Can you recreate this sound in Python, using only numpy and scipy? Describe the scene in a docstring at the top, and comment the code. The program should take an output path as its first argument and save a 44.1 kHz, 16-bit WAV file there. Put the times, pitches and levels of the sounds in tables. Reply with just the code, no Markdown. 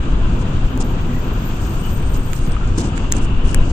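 """A deep body rumble and tyre roar, heard on a stereo pair inside a vehicle crossing a long bridge.
The speed is steady; cabin resonances colour the road noise, and uneven paving brings soft thumps.
Close to the microphones loose trim rubs, clicks and squeaks, and thin high whines come and go.
Towards the end a fitting pings and a loose panel starts to buzz."""
import sys
import numpy as np
from scipy import signal
from scipy.fft import rfft, irfft
from scipy.io import wavfile
from scipy.ndimage import uniform_filter1d

SR = 44100
rng = np.random.default_rng(int(sys.argv[2]) if len(sys.argv) > 2 else 0)


def inscribe(sig):
    """Save sig as 16-bit PCM at rate SR to the path in sys.argv[1].

    A 1-D sig is mono; a 2-D sig holds one channel per row.
    Samples are clipped to [-1, 1] before scaling.
    """
    pcm = np.round(np.clip(np.atleast_2d(sig).T, -1, 1) * 32767)
    wavfile.write(sys.argv[1], SR, pcm.astype(np.int16))


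N = 164052
T = np.arange(N) / SR
HZ = np.maximum(np.fft.rfftfreq(N, 1 / SR), 1)


def from_db(db):
    """Decibels to gain."""
    return 10 ** (np.asarray(db) / 20)


def rms_one(x):
    """Scale to unit power."""
    return x / np.sqrt(np.mean(x ** 2) + 1e-20)


def evened(x, window_s):
    """Stereo noise held at unit power over a sliding window."""
    power = uniform_filter1d(np.mean(x ** 2, axis=0), size=int(SR * window_s))
    return x / np.sqrt(power + 1e-12)


def in_time(rows):
    """Each column after time_s, interpolated sample by sample."""
    time_s, *columns = np.transpose(rows)
    return [np.interp(T, time_s, column) for column in columns]


def at_hz(points):
    """A table read on a log-frequency axis."""
    hz, value = np.transpose(points)
    return np.interp(np.log(HZ), np.log(hz), value)


def pan(left_db):
    """Constant-power gains, the left microphone louder than the right by left_db."""
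    return rms_one(from_db(np.array([[left_db], [-left_db]]) / 2))


def drift(rate_hz):
    """A random wander of unit spread, mostly slower than rate_hz."""
    return rms_one(irfft(rfft(rng.standard_normal(N)) / (1 + (HZ / rate_hz) ** 2), N))


def wobble(width_hz):
    """Random strength and phase of an unsteady tone, different at each microphone."""
    return np.array([drift(width_hz) + 1j * drift(width_hz) for _ in range(2)])


def swell(start_s, length_s):
    """A rounded rise and fall."""
    return np.sqrt(np.abs(np.sin(np.pi * np.clip((T - start_s) / length_s, 0, 1))))


def struck(force, modes, pitch_ratio=1):
    """A force rings damped modes of alternating sign, each frequency scaled by pitch_ratio."""
    out = 0
    for k, (hz, db, t60_s) in enumerate(modes):
        radius, angle = from_db(-60 / (t60_s * SR)), 2 * np.pi * hz * pitch_ratio / SR
        feedback = [1, -2 * radius * np.cos(angle), radius ** 2]
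        out += (-1) ** k * from_db(db) * signal.lfilter([0, np.sin(angle)], feedback, force + 1e-18)
    return out


def cabin_noise(spectrum):
    """Noise through the cabin resonances to the pair: alike in the bass, diffuse in the treble."""
    # cabin resonances: centre_hz, width_hz, boost_db
    resonances = [(107, 19, 1.5), (265, 29, 1.5), (334, 19, 5), (394.6, 22, 4), (490, 44, 4),
                  (936, 32, 3.5), (1010, 21, 5.5), (1270, 32, 1), (1548, 92, 1), (2720, 58, 6),
                  (2950, 74, 3.5), (4840, 47, 3)]
    # likeness of the two microphones: frequency_hz, coherence (0-1)
    likeness = [(30, 0.99), (150, 0.98), (270, 0.96), (500, 0.8), (750, 0.66), (1100, 0.33), (1500, 0.15),
                (2500, 0.18), (5000, 0.088), (12000, .1)]
    # level of left over right: frequency_hz, left_db
    balance = [(60, 1.5), (120, 1.5), (250, .3), (650, -1.2), (1000, 4), (1400, 3.5), (1900, -0.5),
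               (2600, 3.5), (4400, 2.5), (8000, 0)]
    # phase of left ahead of right: frequency_hz, lead_rad
    lead = [(100, 0), (500, 0.3), (750, 0.37), (1100, 1.5), (1400, 3), (1700, 6.5), (2300, 8), (3500, 8)]
    mid, side = rfft(rng.standard_normal((2, N)))
    alike, signs = np.clip(at_hz(likeness), 0, 1), np.array([[1], [-1]])
    pair = np.sqrt(1 + alike) * mid + signs * np.sqrt(1 - alike) * side
    placement = from_db(signs * at_hz(balance) / 2) * np.exp(.5j * signs * at_hz(lead))
    peaks_db = sum(db / (1 + (2 * (HZ - hz) / width) ** 2) for hz, width, db in resonances)
    return rms_one(irfft(pair * placement * from_db(at_hz(spectrum) + peaks_db), N))


def body_rumble():
    """The body shakes on its springs with fairly even force, under the slow sway."""
    # sway of the body: time_s, relative_db
    sway = [(0, -19.5), (.12, -14.5), (.34, -15), (.48, -22.5), (.62, -14.5), (.75, -21.5), (.85, -18),
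            (1.02, -19), (1.35, -22.5), (1.75, -21.5), (2.0, -20), (2.11, -14), (2.33, -22), (2.53, -14),
            (2.62, -21), (2.71, -11.5), (2.82, -27), (3.02, -20), (3.3, -15.5), (3.6, -11.5), (3.72, -15.5)]
    # rumble spectrum: frequency_hz, density_db
    spectrum = [(2, -31.5), (6, -11.5), (12, 4.5), (22, 6.5), (32, 0.5), (45, -2.5), (60, -9), (85, -13.5),
                (140, -36.5), (300, -96.5), (3000, -130)]
    gain_db = 1.5
    return from_db(gain_db + in_time(sway)[0]) * evened(cabin_noise(spectrum), window_s=1 / 7)


def road():
    """Tyres drone with the roughness of the paving and roar above it; air hisses. Each flutters a little."""
    # spectra of the three layers: frequency_hz, density_db
    drone = [(20, -26), (45, 2.5), (70, 0.5), (100, 0.5), (150, -1.5), (200, -6.5), (235, -7), (270, -8),
             (305, -13), (340, -13), (450, -19), (620, -22.5), (850, -25.5), (1300, -30), (3000, -103.5),
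             (10000, -110)]
    roar = [(350, -21.5), (650, -1), (850, -3), (1050, 0), (1170, 2), (1300, 2), (1550, -1), (1800, -7),
            (2080, -9.5), (2450, -4.5), (2800, -7), (3200, -6.5), (3900, -13.5), (5000, -25), (8000, -71),
            (14000, -72.5)]
    hiss = [(2500, -35.5), (4500, 7), (5400, 3.5), (6600, 9), (8000, 6), (9000, -8), (10500, -39),
            (16000, -38)]
    # their levels along the bridge: time_s, relative_db
    paving = [(0, -25.5), (.15, -23.5), (.32, -21), (.5, -22), (.62, -22), (1.16, -23), (1.45, -23.5),
              (1.72, -25), (1.9, -23), (2.35, -24), (2.7, -24), (2.85, -22), (3.05, -23.5), (3.35, -22),
              (3.72, -22)]
    roar_level = [(0, -34), (.8, -34.5), (1.2, -34.5), (1.6, -34.5), (2.1, -36), (2.5, -36), (2.9, -35.5),
                  (3.4, -34.5), (3.72, -35.5)]
    hiss_level = [(0, -56), (.6, -54), (1.2, -52.5), (1.5, -49), (1.9, -49.5), (2.1, -52.5), (2.6, -54),
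                  (3.0, -51.5), (3.35, -58.5), (3.72, -48.5)]
    layers = [(drone, paving, 2, 1), (roar, roar_level, 0, 1), (hiss, hiss_level, 4, 1.3)]
    out = 0
    for spectrum, level, gain_db, flutter_db in layers:
        gain = from_db(gain_db + in_time(level)[0] + flutter_db * drift(rate_hz=16))
        out += gain * evened(cabin_noise(spectrum), window_s=1 / 7)
    return out


def jolts():
    """Each bump slaps the tyres and makes the panels boom briefly."""
    # uneven paving and a road joint: start_s, boom_db, slap_db, decay_s
    bumps = [(0.269, -24, -39, 0.07), (.8, -35, -30, 0.059), (2.778, -18.5, -25.5, 0.051),
             (2.841, -22, -34, 0.025), (3.146, -22, -30, 0.067)]
    # panel boom and tyre slap: frequency_hz, density_db
    boom_spectrum = [(40, -32), (90, -2.5), (150, 4.5), (200, 4), (280, 2), (380, -10), (600, -21),
                     (1600, -49), (8000, -90)]
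    slap_spectrum = [(100, -20.5), (330, 2.5), (500, -3), (700, -5), (950, -0.5), (1400, -15), (3000, -32),
                     (10000, -73)]
    attack_s = .005
    boom, slap = 0, 0
    for start_s, boom_db, slap_db, decay_s in bumps:
        age = T - start_s
        force = np.clip(age / attack_s, 0, 1) * np.exp(-np.maximum(age - attack_s, 0) / decay_s)
        boom += from_db(boom_db) * force
        slap += from_db(slap_db) * force
    return boom * evened(cabin_noise(boom_spectrum), window_s=1 / 40) + slap * cabin_noise(slap_spectrum)


def thin_tone(curve, width_hz, flutter_db):
    """A thin tone that sets in and stops."""
    hz, db = in_time(curve)
    gate = uniform_filter1d(1.0 * ((T > curve[0][0]) & (T < curve[-1][0])), size=SR // 100)
    waver = signal.sosfilt(signal.butter(2, 2 * width_hz, fs=SR, output="sos"), wobble(width_hz))
    tone = (waver * np.exp(2j * np.pi * np.cumsum(hz) / SR)).real
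    return gate * from_db(db + flutter_db * drift(rate_hz=25)) * tone


def high_whine():
    """To the left, a thin, very high whine with a weaker partner just below."""
    # a whine that wavers and jumps in pitch: time_s, pitch_hz, level_db
    main = [(.35, 13250, -64), (.53, 13200, -69), (.62, 13200, -95), (.67, 13310, -59), (.94, 13250, -61),
            (.955, 13250, -80), (.965, 14700, -60), (1.13, 14550, -60), (1.14, 13730, -54),
            (1.6, 13690, -49), (1.97, 13670, -45), (2.075, 13680, -63), (2.11, 13620, -46),
            (2.17, 13620, -45), (2.23, 13660, -58), (2.31, 13660, -50), (2.39, 13680, -53),
            (2.43, 13680, -80), (2.46, 13620, -47), (2.52, 13600, -62)]
    partner = [(time_s, hz * .963, db - 11) for time_s, hz, db in main]
    tones = sum(thin_tone(curve, width_hz=130, flutter_db=4.5) for curve in (main, partner))
    return pan(left_db=8.5) * tones


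def trim_rubs():
    """Close by, one trim surface slides on another in short grainy strokes."""
    # slides: start_s, level_db, length_s, left_db, cutoff_hz
    slides = [(.39, -42, 0.043, -2, 8950), (0.799, -32.5, 0.033, -1.5, 9100),
              (2.135, -39.5, 0.04, -9, 8500), (2.336, -40.5, 0.062, -13, 14000),
              (2.39, -45, 0.091, -9, 12000), (2.746, -40, 0.16, 1, 9150), (2.7757, -26.5, 0.016, 0, 12900),
              (2.788, -31, 0.034, -1, 11700), (2.84, -42, 0.029, 2, 8500), (2.953, -41, 0.031, -6, 9000),
              (3.145, -35, 0.046, -33, 12000), (3.209, -40, 0.054, -16, 12000),
              (3.439, -40.5, 0.11, 15, 10500), (3.691, -42, 0.024, 11, 9600)]
    # friction spectrum: frequency_hz, density_db
    spectrum = [(700, -17), (2000, -11.5), (3800, -6.5), (5500, -3), (7000, 0), (8300, -1), (10000, -12),
                (11600, -16), (12800, -37), (16000, -40)]
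    grain_db = 2.5
    friction = rms_one(cabin_noise(spectrum) * from_db(grain_db * drift(rate_hz=220)))
    out = 0
    for start_s, db, length_s, left_db, cutoff_hz in slides:
        dulled = signal.sosfilt(signal.butter(10, cutoff_hz, fs=SR, output="sos"), friction)
        out += from_db(db) * pan(left_db) * swell(start_s, length_s) * dulled
    return out


def cabin_thrums():
    """Ripples in the paving make a cabin resonance swell and hum for a moment."""
    # hums: start_s, pitch_hz, level_db, length_s
    hums = [(0.727, 258, -18, 0.057), (0.798, 240, -21, 0.069), (1.086, 244.5, -25.5, 0.097)]
    return sum(from_db(db) * swell(start_s, length_s) * np.sin(2 * np.pi * (hz * T + rng.random()))
               for start_s, hz, db, length_s in hums)


def trim_clicks():
    """A snap and a moment of grit ring the trim and its panel; the far microphone hears it later."""
    # snaps: start_s, crack_db, ring_db, knock_db, left_db, pitch_ratio, contact_s
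    snaps = [(0.776, -20, -33, -50, -8, 1.07, .0004), (2.333, -21, -26.5, -19.5, -18, 1.1, 0.00048),
             (2.413, -40, -41, -40, -1, 1.0, 0.0007), (2.466, -39, -31, -33, 4, 0.77, 0.00069),
             (2.52, -45, -34, -33, 5, 0.8, .001), (2.676, -51, -34, -44, -10, 1.07, 0.0015),
             (2.9777, -32, -28.5, -15, -15, 1.1, 0.003), (3.119, -10.5, -26.5, -21, 4, 1.17, 0.00037),
             (3.1229, -9.5, -6.5, -20, 1.5, 0.98, 0.00085), (3.1376, -34, -35, -23, -13, 0.93, 0.00037),
             (3.167, -37, -25.5, -25, -24, 1.02, 0.0011), (3.545, -17, -21, -15.5, 6, 0.77, 0.00062),
             (3.5461, -12, -22, -16.5, -4, 0.99, 0.00036), (3.5463, -21, -12, -23, 7, 1.26, 0.0005)]
    # bright trim modes, before each snap's pitch_ratio, and dull modes of the panel behind, always sounded at
    # 0.91 of their base: base_hz, level_db, t60_s
    trim_modes = [(4700, -24, .0015), (5800, -5, 0.0043), (6390, 6.5, 0.0028), (8500, 1, 0.0018),
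                  (9100, -28, .0015), (12600, -27, .002)]
    panel_modes = [(1210, -6, 0.0046), (1730, 0.5, 0.004), (2660, 0.5, 0.0022), (3260, -21, 0.0011),
                   (4240, -1, 0.00062)]
    far_lag_s, grit_db = .00015, 1
    out, t = np.zeros((2, N + SR)), T[:SR // 20]
    for start_s, crack_db, ring_db, knock_db, left_db, pitch_ratio, contact_s in snaps:
        far_side = int(left_db > 0)
        for side, gain in enumerate(pan(left_db)):
            grit = rng.standard_normal(len(t)) * (t < contact_s) / np.sqrt(contact_s * SR)
            force = (t == 0) + from_db(grit_db) * grit
            crack = from_db(crack_db) * force
            ring = from_db(ring_db) * struck(force, trim_modes, pitch_ratio)
            knock = from_db(knock_db) * struck(force, panel_modes, pitch_ratio=.91)
            start = int((start_s + far_lag_s * (side == far_side)) * SR)
            out[side, start:start + len(t)] += gain * (crack + ring + knock)
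    return out[:, :N]


def trim_squeaks():
    """Loose trim near by on the left squeaks in narrow, fluttering tones."""
    # squeaks: start_s, pitch_hz, level_db, length_s
    squeaks = [(1.077, 1960, -44.5, .13), (1.822, 2955, -38, 0.064), (2.59, 1356, -35.5, 0.087)]
    tones = sum(from_db(db) * swell(start_s, length_s) * np.exp(2j * np.pi * hz * T)
                for start_s, hz, db, length_s in squeaks)
    return pan(left_db=7) * (wobble(width_hz=70) * tones).real


def lower_whine():
    """A second thin whine sounds for about a second, sinking slightly in pitch."""
    # course of the whine: time_s, pitch_hz, level_db
    curve = [(1.5, 8330, -66), (1.63, 8270, -51), (1.93, 8235, -46), (2.02, 8225, -50), (2.45, 8160, -50),
             (2.535, 8180, -45), (2.58, 8150, -62)]
    return thin_tone(curve, width_hz=55, flutter_db=1.5)


def fitting_ping():
    """A loose fitting on the left rings once."""
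    # modes of the fitting: pitch_hz, level_db, t60_s
    modes = [(1261, -21, .048), (2910, -29, .015)]
    start_s = 2.566
    tap = 1.0 * (np.arange(N) == int(start_s * SR))
    return pan(left_db=7) * struck(tap, modes)


def panel_buzz():
    """A loose panel chatters as the shaking grows, and its modes whistle faintly."""
    # strength of the buzz: time_s, level_db
    level = [(2.6, -67), (2.85, -46), (3.05, -46.5), (3.2, -41.5), (3.38, -41), (3.55, -38), (3.72, -46.5)]
    # chatter spectrum: frequency_hz, density_db
    spectrum = [(700, -51), (1500, -37), (2300, -8), (2650, -1), (2850, 0), (3100, -4.5), (3500, -15.5),
                (4500, -42.5), (10000, -72)]
    # whistling panel modes: pitch_hz, width_hz, relative_db
    modes = [(2700, 35, -7), (2900, 70, -2)]
    grain_db = 2.5
    whistle = sum(from_db(db) * (wobble(width_hz) * np.exp(2j * np.pi * hz * T)).real
                  for hz, width_hz, db in modes)
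    steady = evened(cabin_noise(spectrum) + whistle, window_s=1 / 20)
    chatter = steady * from_db(grain_db * drift(rate_hz=90))
    return from_db(in_time(level)[0]) * rms_one(chatter)


def cabin_reverb(x, t60_s, level_db):
    """A short dense tail from the cabin walls."""
    t = T[:SR // 4]
    tail = rng.standard_normal((2, len(t))) * from_db(-60 * t / t60_s)
    tail /= np.sqrt(np.sum(tail ** 2) / 2)
    return from_db(level_db) * signal.fftconvolve(x, tail, axes=1)[:, :N]


def scene():
    """Road noise all round, with the small sounds of the cabin close to the microphones."""
    snaps = trim_clicks() + fitting_ping()
    tones = lower_whine() + high_whine() + trim_squeaks()
    ride = body_rumble() + road() + jolts() + cabin_thrums() + panel_buzz()
    return ride + snaps + cabin_reverb(snaps, t60_s=.074, level_db=-29) + trim_rubs() + tones


def record(dry):
    """The sound fades briefly in and out, clips at full scale and loses its highest treble."""
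    fade_s, stopband_hz = .004, 17600
    fade = np.clip(np.minimum(T, T[-1] - T) / fade_s, 0, 1)
    lowpass = signal.cheby2(12, 70, stopband_hz, fs=SR, output="sos")
    return signal.sosfilt(lowpass, np.clip(fade * dry, -1, 1))


dry = scene()
out = record(dry)
inscribe(out)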